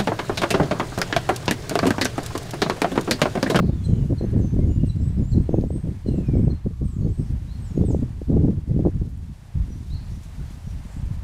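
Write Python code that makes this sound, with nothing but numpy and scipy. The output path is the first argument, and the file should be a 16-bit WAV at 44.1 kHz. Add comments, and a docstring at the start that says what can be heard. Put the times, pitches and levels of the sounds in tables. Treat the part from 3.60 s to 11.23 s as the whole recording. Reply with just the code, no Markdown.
"""Wind and small birds in an open pasture bordered by trees and a wall.
From the start, gusts buffet the microphone over a soft grass hiss and a distant wash of air: the faster
the air, the quicker its eddies pass and the higher the rumble reaches. Birds call some way off, first
with whistles and sharp chips, then, after the first of a few faint ticks, with thin slurs and pips.
Near 4 s comes a hoarse "weet". After 5.5 s the wind eases, and a second "weet" stands out."""
import sys
import numpy as np
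from scipy import signal
from scipy.fft import rfft, irfft, next_fast_len
from scipy.io import wavfile
from scipy.ndimage import uniform_filter1d, map_coordinates

SR = 44100
rng = np.random.default_rng(int(sys.argv[2]) if len(sys.argv) > 2 else 0)


def bounce(signal):
    """Save signal as a 16-bit WAV file at the path given by the first command-line argument."""
    frames = np.transpose(np.atleast_2d(signal))
    limited = np.clip(frames, -1, 1)
    pcm = np.round(limited * 32767).astype(np.int16)
    wavfile.write(sys.argv[1], SR, pcm)


N = 336483
TIME = np.arange(N) / SR


def undb(db):
    """Decibels to gain."""
    return 10 ** (np.asarray(db) / 20)


def unit(x):
    """Scale to rms 1."""
    return x / np.sqrt(np.mean(x ** 2))


def curves(table):
    """One automation curve for each value column of a timed table."""
    times, *columns = np.transpose(table)
    return [np.interp(TIME, times, column) for column in columns]


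def walk(rate):
    """Smooth random modulation of rms 1 that moves about rate times a second."""
    hold = max(int(SR / rate), 1)
    steps = np.repeat(rng.standard_normal(N // hold + 1), hold)
    return unit(uniform_filter1d(uniform_filter1d(steps, hold), hold)[:N])


def noise(spectrum, size=N):
    """Noise of rms 1 coloured by (Hz, dB) points."""
    hz, db = np.transpose(spectrum)
    n = next_fast_len(size)
    bin_hz = np.maximum(np.arange(n // 2 + 1) * SR / n, 1)
    colour = undb(np.interp(np.log(bin_hz), np.log(hz), db))
    return unit(irfft(rfft(rng.standard_normal(n)) * colour, n)[:size])


def add(out, s, sound):
    """Mix a sound in at time s."""
    i = int(s * SR)
    part = sound[max(-i, 0):max(N - i, 0)]
    out[max(i, 0):max(i, 0) + len(part)] += part


def progress(length):
    """A ramp from 0 to 1 through a note."""
    return np.linspace(0, 1, int(length * SR))


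def climb(length, share):
    """The part of a rise still to come: 1 at the start, 0 once the note holds its top."""
    return np.maximum(1 - progress(length) / share, 0)


# light air between gusts: (time [s], pressure [dB])
LIGHT_AIR = [(0, -24), (1.8, -26), (2.2, -34), (3.1, -32), (3.8, -29), (4.6, -31), (5.5, -30.5),
             (5.72, -33), (5.8, -45), (6.1, -32), (6.7, -35), (7.63, -35)]
# gusts at the microphone: (start [s], length [s], pressure [dB], flutter relative to pressure [dB])
GUST_CUES = [(-.03, 0.072, -17, -11), (0.069, .04, -20, -18), (0.257, 0.19, -19.5, -17),
             (.495, 0.043, -17, -14), (0.604, 0.053, -24, -10), (0.714, .14, -20.5, -13),
             (.915, .2, -18.5, -17), (1.158, .14, -19.5, -23), (1.35, 0.16, -21, -25),
             (1.555, 0.097, -22, -19), (1.713, 0.092, -16, -23), (1.886, 0.18, -20.5, -13),
             (2.106, 0.072, -24, -11), (2.236, .075, -24.5, -14), (2.452, 0.17, -22, -13),
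             (2.669, 0.26, -17.5, -19), (3.047, 0.041, -20, -17), (3.199, 0.059, -21, -21),
             (3.35, 0.089, -22, -21), (3.438, 0.071, -19, -18), (3.573, .05, -22, -21),
             (3.699, 0.051, -20, -27), (4.157, .21, -19, -15), (4.38, 0.072, -23, -15.5),
             (4.68, .23, -17, -14), (4.93, 0.056, -23, -19), (5.075, .15, -19.5, -16),
             (5.242, .03, -16.5, -8), (5.331, 0.1, -23, -25), (5.951, 0.079, -22, -35),
             (6.296, 0.054, -23.5, -35), (6.482, 0.062, -29, -29.5), (6.778, 0.073, -29, -29.5),
             (7.048, .13, -30.5, -31.5), (7.348, 0.24, -26, -36)]


def gusts(attack_s=.012, release_s=.028, arch_db=2.5, lull_flutter_db=-26, waver_db=1., edge_dull=.6):
    """Pressure and flutter envelopes in dB: each gust rises, arches and dies, fluttering most on top."""
    pressure = undb(curves(LIGHT_AIR)[0]) ** 2
    flutter = pressure * undb(lull_flutter_db) ** 2
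    for s, length, db, flutter_db in GUST_CUES:
        attack = .5 + .5 * np.tanh((TIME - s) / attack_s)
        arch = undb(arch_db * (np.sin(np.pi * np.clip((TIME - s) / length, 0, 1)) - .5))
        release = np.exp(-np.maximum(TIME - s - length, 0) / release_s)
        swell = attack * arch * release
        power = (undb(db) * swell) ** 2
        pressure += power
        flutter += power * (undb(flutter_db) * swell ** edge_dull) ** 2
    return 10 * np.log10(pressure) + waver_db * walk(22.165), 10 * np.log10(flutter / pressure)


# tone of the rumble at a middling wind speed: (frequency [Hz], relative level [dB])
RUMBLE_EQ = [(10, 12.5), (30, -9.5), (70, -2), (130, -2.5), (220, -8), (330, -15.5), (500, -27), (750, -42),
             (1200, -58), (2500, -89)]


def wind(pressure_db, flutter_db, mid_flutter_db=-14., mid_pressure_db=-21., buffet_db=2., port_hz=29.4):
    """Turbulence blows past the microphone port: its whole spectrum slides with the air speed."""
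    surge = walk(130)
    # the air is fastest where it both flutters and presses hard
    octaves = (flutter_db - mid_flutter_db) / 19 + .012 * (pressure_db - mid_pressure_db)
    speed = 2 ** (np.clip(octaves, -1.15, .2) + .18 * surge)
    turbulence = noise(RUMBLE_EQ, size=2 * N)
    flow = map_coordinates(turbulence, [np.cumsum(speed)], order=3, mode="wrap")
    flow = signal.sosfilt(signal.butter(2, port_hz, "high", fs=SR, output="sos"), flow)
    flow *= undb(buffet_db * surge)  # a brief surge pushes harder as well as faster
    # over a tenth of a second the gust alone sets the level
    power = uniform_filter1d(uniform_filter1d(flow ** 2, size=SR // 14), size=SR // 25)
    return flow / np.sqrt(power) * undb(pressure_db)


# fader rides for the background bed: (time [s], grass hiss [dB], distant wash [dB])
BED_FADERS = [(0.0, -70, -59), (0.42, -68, -62.5), (0.68, -69.5, -63.5), (2.1, -70.5, -64.5),
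              (2.51, -69.5, -63), (2.97, -73, -66.5), (3.61, -70, -64), (4.1, -68.5, -61), (4.33, -69, -64),
              (4.97, -72, -67.5), (5.55, -72, -65.5), (6.59, -66.5, -62), (6.91, -66, -60),
              (7.63, -67.5, -62)]
# bright hiss of grass and twigs: (frequency [Hz], relative level [dB])
GRASS_EQ = [(500, -25.5), (2000, -3), (3500, 0), (5000, -1), (7000, -2.5), (9000, -4), (12000, -9),
            (15500, -16)]
# dull wash of distant air: (frequency [Hz], relative level [dB])
WASH_EQ = [(40, 3), (300, -2), (600, 3.5), (950, 3), (1300, -1.5), (1800, -2), (2800, -8), (4500, -16),
           (9000, -30)]


def breeze(hiss_trim_db=8., wash_trim_db=7., rustle_db=1., drift_db=1.53):
    """Grass and twigs hiss with a slight rustle; the distant wash drifts smoothly."""
    grass_db, wash_db = curves(BED_FADERS)
    hiss = noise(GRASS_EQ) * undb(grass_db + hiss_trim_db + rustle_db * walk(60))
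    wash = noise(WASH_EQ) * undb(wash_db + wash_trim_db + drift_db * walk(6.6))
    return hiss + wash


# thumps of single hard eddies: (time [s], relative level [dB], centre [Hz])
HARD_EDDIES = [(.004, -6.5, 337), (.511, -14, 328.7), (.612, -13, 340), (.642, -12, 330), (.742, -16, 348),
               (.795, -16, 330), (.992, -12.5, 310), (1.24, -16.5, 285.9), (1.893, -8, 334),
               (1.943, -3.5, 373), (1.986, -15, 343), (2.039, -12.5, 370), (2.106, -15, 367),
               (2.464, -15, 295), (2.487, -8, 236), (2.544, -10.5, 260.4), (2.755, -11.5, 339),
               (2.781, -10, 170), (2.881, -15.5, 404.5), (3.064, -12.5, 280.2), (3.475, -15.5, 297),
               (4.178, -4.5, 261), (4.239, -14.5, 355), (4.348, -7, 364), (4.618, -16.5, 307),
               (4.703, -7.5, 226.6), (4.778, -23, 398), (4.868, -10, 191), (5.165, -5.5, 207.5),
               (5.193, -11, 335), (5.252, -14, 474.4), (5.262, -7, 267.7), (5.271, -5, 351),
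               (6.105, -26.5, 259.9)]


def eddies(pressure_db, flutter_db, trim_db=-1.5, attack_cycles=.21, release_ratio=1.23, small_hz=320.):
    """A tight vortex hits the port: one pointed swing of pressure, either way, letting go more slowly."""
    out = np.zeros(N)
    t = np.arange(-SR // 10, SR // 10) / SR
    # between the hard ones, small vortices ride on every gust
    small_db = pressure_db + flutter_db + 4.5
    places = rng.integers(N, size=260)
    scatter = rng.standard_normal((len(places), 2))
    small = [(i / SR, small_db[i] + .5 * louder, small_hz * 2 ** (higher / 4))
             for i, (louder, higher) in zip(places, scatter)]
    for s, db, hz in small + list(HARD_EDDIES):
        age = t * hz / attack_cycles
        spike = 2 / (np.exp(-age) + np.exp(age / release_ratio))
        swing = np.cos(2 * np.pi * (hz * t + rng.random()))
        add(out, s + t[0], undb(db + trim_db) * spike * swing)
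    return out


# blurred calls of faraway birds: (middle [s], half length [s], centre [Hz], level [dB])
FAR_CUES = [(0.018, 0.12, 4330, -58.5), (.3, 0.16, 6650, -63.5), (0.721, 0.17, 1680, -60),
            (2.292, 0.17, 2060, -71), (3.303, .25, 1140, -64), (3.656, .09, 5395, -67),
            (6.421, 0.1, 4246, -63), (6.542, 0.057, 5825, -63), (7.344, 0.086, 7620, -62)]


def far_calls(spread=1.36):
    """From far birds only the scattered sound arrives: a narrow band that swells and fades."""
    out = np.zeros(N)
    t = np.arange(-SR // 2, SR // 2) / SR
    for s, half_s, hz, db in FAR_CUES:
        band = [(hz / 2, -60), (hz / spread, -20), (hz, 0), (hz * spread, -20), (hz * 2, -60)]
        swell = np.exp(-(t / half_s) ** 2)
        add(out, s + t[0], undb(db) * swell * noise(band, size=len(t)))
    return out


def whistles(parts, trim_db=.5, flicker_db=3., waver=.028, fade_share=.2):
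    """Play each part's (start, pitch curve, level, roughness) notes as sines; rough ones waver fast."""
    out, tremble, flicker = np.zeros(N), walk(700), walk(130)
    for notes in parts:
        for s, pitch, db, rough in notes:
            along = np.linspace(0, 1, len(pitch))
            here = (int(s * SR) + np.arange(len(pitch))) % N
            hz = pitch * (1 + waver * rough * tremble[here])
            tone = np.sin(2 * np.pi * np.cumsum(hz) / SR)
            swell = np.sin(np.pi / 2 * np.clip(np.minimum(along, 1 - along) / fade_share, 0, 1))
            add(out, s, undb(db + trim_db + flicker_db * flicker[here]) * swell * tone)
    return out


# plain whistles: (start [s], length [s], from [Hz], to [Hz], relative level [dB], roughness [0-1])
PLAIN_CUES = [(0.064, 0.42, 3900, 2820, -63, 0.9), (.615, 0.084, 6280, 6340, -66, 0.2),
              (.805, 0.13, 6200, 6230, -58, .47), (.99, 0.068, 2120, 2128, -62, .1),
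              (1.073, 0.28, 2900, 2784, -64, 0.53), (1.88, 0.16, 6330, 6520, -68, 0.5),
              (1.933, 0.092, 2600, 2590, -68, 0.3), (2.424, 0.46, 3100, 2127, -61, .4),
              (3.34, 0.17, 6600, 6650, -69.5, .7), (3.41, .066, 4398, 4405, -67, 0.79),
              (4.042, .09, 5250, 5630, -63.5, 0.8), (4.143, .04, 6700, 6700, -62, .3),
              (4.21, .08, 3478, 3603, -67, .3), (4.3, .032, 5200, 5112, -64, .2),
              (6.092, 0.062, 5880, 5845, -60, 0.3), (7.039, .12, 5780, 5716, -66, .4)]


def plain_notes(ease=1.4):
    """A bird holds a note, or eases it down or slightly up."""
    for s, length, first_hz, last_hz, db, rough in PLAIN_CUES:
        yield s, last_hz + (first_hz - last_hz) * (1 - progress(length)) ** ease, db, rough


def pasture(song, wet_db=-6.5, t60_s=.51, onset_s=.01):
    """Trunks and the wall scatter the song into a thin reverb tail."""
    t = np.arange(SR) / SR
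    tail = rng.standard_normal(SR) * undb(-60 * t / t60_s) * (1 - np.exp(-t / onset_s))
    return song + undb(wet_db) * signal.fftconvolve(song, tail / np.linalg.norm(tail))[:N]


# sharp "chip" calls: (start [s], pitch [Hz], relative level [dB], pitch sag [share/s], octave mix [dB])
CHIP_CUES = [(0.232, 4090, -50, 0.28, -5), (.568, 4210, -48.5, 2.6, -15), (1.283, 4016, -47, 0.42, -17),
             (1.713, 4170, -47.5, 2.7, -15), (2.463, 4130, -50.5, .1, -10), (2.891, 4190, -51.5, .1, -22)]


def chips(trim_db=2., drop=.327, drop_s=.0027, peak_s=.021, width_s=.0095, rasp=.013, flicker_db=2.5):
    """Each chip plunges onto its pitch and sags, slightly raspy, with an octave and a second voice."""
    out, tremble, flicker = np.zeros(N), walk(900), walk(300)
    t = np.arange(SR // 15) / SR
    for s, hz, db, sag, octave_db in CHIP_CUES:
        here = int(s * SR) + np.arange(len(t))
        bend = drop * np.exp(-t / drop_s) - sag * (t - peak_s) + rasp * tremble[here]
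        phase = 2 * np.pi * np.cumsum(hz * (1 + bend)) / SR
        second_voice = undb(-16.5) * np.sin(1.43 * phase)
        tone = np.sin(phase) + undb(octave_db) * np.sin(2 * phase) + second_voice
        swell = np.exp(-.5 * ((t - peak_s) / width_s) ** 2) * (1 - np.exp(-t / .0015))
        add(out, s, undb(db + trim_db + flicker_db * flicker[here]) * swell * tone)
    return out


# faint dry ticks: (time [s], level [dB], centre [Hz], decay [s])
TICK_CUES = [(.712, -55.5, 7990, .003), (2.011, -47.5, 4500, 0.0023), (5.49, -62, 10930, 0.014),
             (5.575, -57, 9040, 0.0044), (6.632, -53, 7000, 0.022)]


def ticks():
    """Tiny broadband bursts that die at once."""
    out = np.zeros(N)
    t = np.arange(SR // 10) / SR
    for s, db, hz, decay_s in TICK_CUES:
        burst = noise([(hz / 4, -20), (hz, 0), (2 * hz, -14)], size=len(t))
        add(out, s, undb(db) * burst * np.exp(-t / decay_s))
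    return out


# downstrokes of the thin high song: (start [s], length [s], end pitch [Hz], relative level [dB])
FALL_CUES = [(0.76, 0.075, 6400, -62), (1.263, 0.034, 8000, -57.5), (1.814, .035, 7996, -63),
             (2.498, 0.12, 7000, -64), (3.236, .135, 7130, -60.5), (3.99, 0.14, 6554, -57.5),
             (4.248, 0.096, 6023, -52)]


def falling_slurs(top_hz=8380, lag=1.3, rough=.48):
    """Each note hangs at the same top pitch, then slides down and levels out."""
    for s, length, last_hz, db in FALL_CUES:
        height = np.cos(np.pi / 2 * progress(length) ** lag) ** 2
        yield s, last_hz + (top_hz - last_hz) * height, db, rough


# upstrokes of that song: (start [s], length [s], top [Hz], relative level [dB], climb [share of note])
RISE_CUES = [(1.01, 0.17, 7160, -58.5, 0.87), (1.36, 0.15, 7980, -59, .7), (1.6, 0.14, 7500, -55, 0.73),
             (2.06, 0.14, 8400, -56.5, 0.49), (2.745, .135, 8100, -63, .3), (3.48, .17, 8240, -58.5, .45)]


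def rising_slurs(scoop=.11, swell_db=10.5, rough=.5):
    """Each note scoops up from below, swelling as it climbs, then holds."""
    for s, length, top_hz, db, share in RISE_CUES:
        below = climb(length, share)
        yield s, top_hz * (1 - scoop * below), db - swell_db * below, rough


# runs of faint pips: (start [s], relative level [dB])
PIP_CUES = [(1.41, -65.5), (2.665, -66.5)]


def pips(hz=5240, length_s=.027, step_s=.08, spread=.012, rough=.2):
    """Three quick held notes, each slightly detuned."""
    for s, db in PIP_CUES:
        for k, detune in enumerate(spread * rng.standard_normal(3)):
            yield s + k * step_s, np.full(int(length_s * SR), hz * (1 + detune)), db, rough


# lower, hoarse "weet" calls: (start [s], length [s], top [Hz], relative level [dB])
WEET_CUES = [(3.867, .11, 4285, -60.5), (6.298, .09, 4320, -50.5)]


def weets(scoop=.15, climb_share=.55, end_rough=1.6):
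    """The call starts clean and roughens as it rises and holds."""
    for s, length, top_hz, db in WEET_CUES:
        yield s, top_hz * (1 - scoop * climb(length, climb_share)), db, end_rough * progress(length)


def scene():
    """The mono mix: wind up front, birds across the field, breeze and ticks behind."""
    song = whistles([plain_notes(), falling_slurs(), rising_slurs(), pips(), weets()])
    birds = pasture(song + chips()) + far_calls()
    air = gusts()
    return (wind(*air) + eddies(*air) + birds + breeze() + ticks())[None]


def record(dry):
    """A 4 ms fade-in and a steep high cut."""
    fade_in = np.sin(np.pi / 2 * np.minimum(TIME / .004, 1)) ** 2
    high_cut = signal.ellip(10, .1, 80, 15500, fs=SR, output="sos")
    return signal.sosfilt(high_cut, dry * fade_in)


dry = scene()
out = record(dry)
bounce(out)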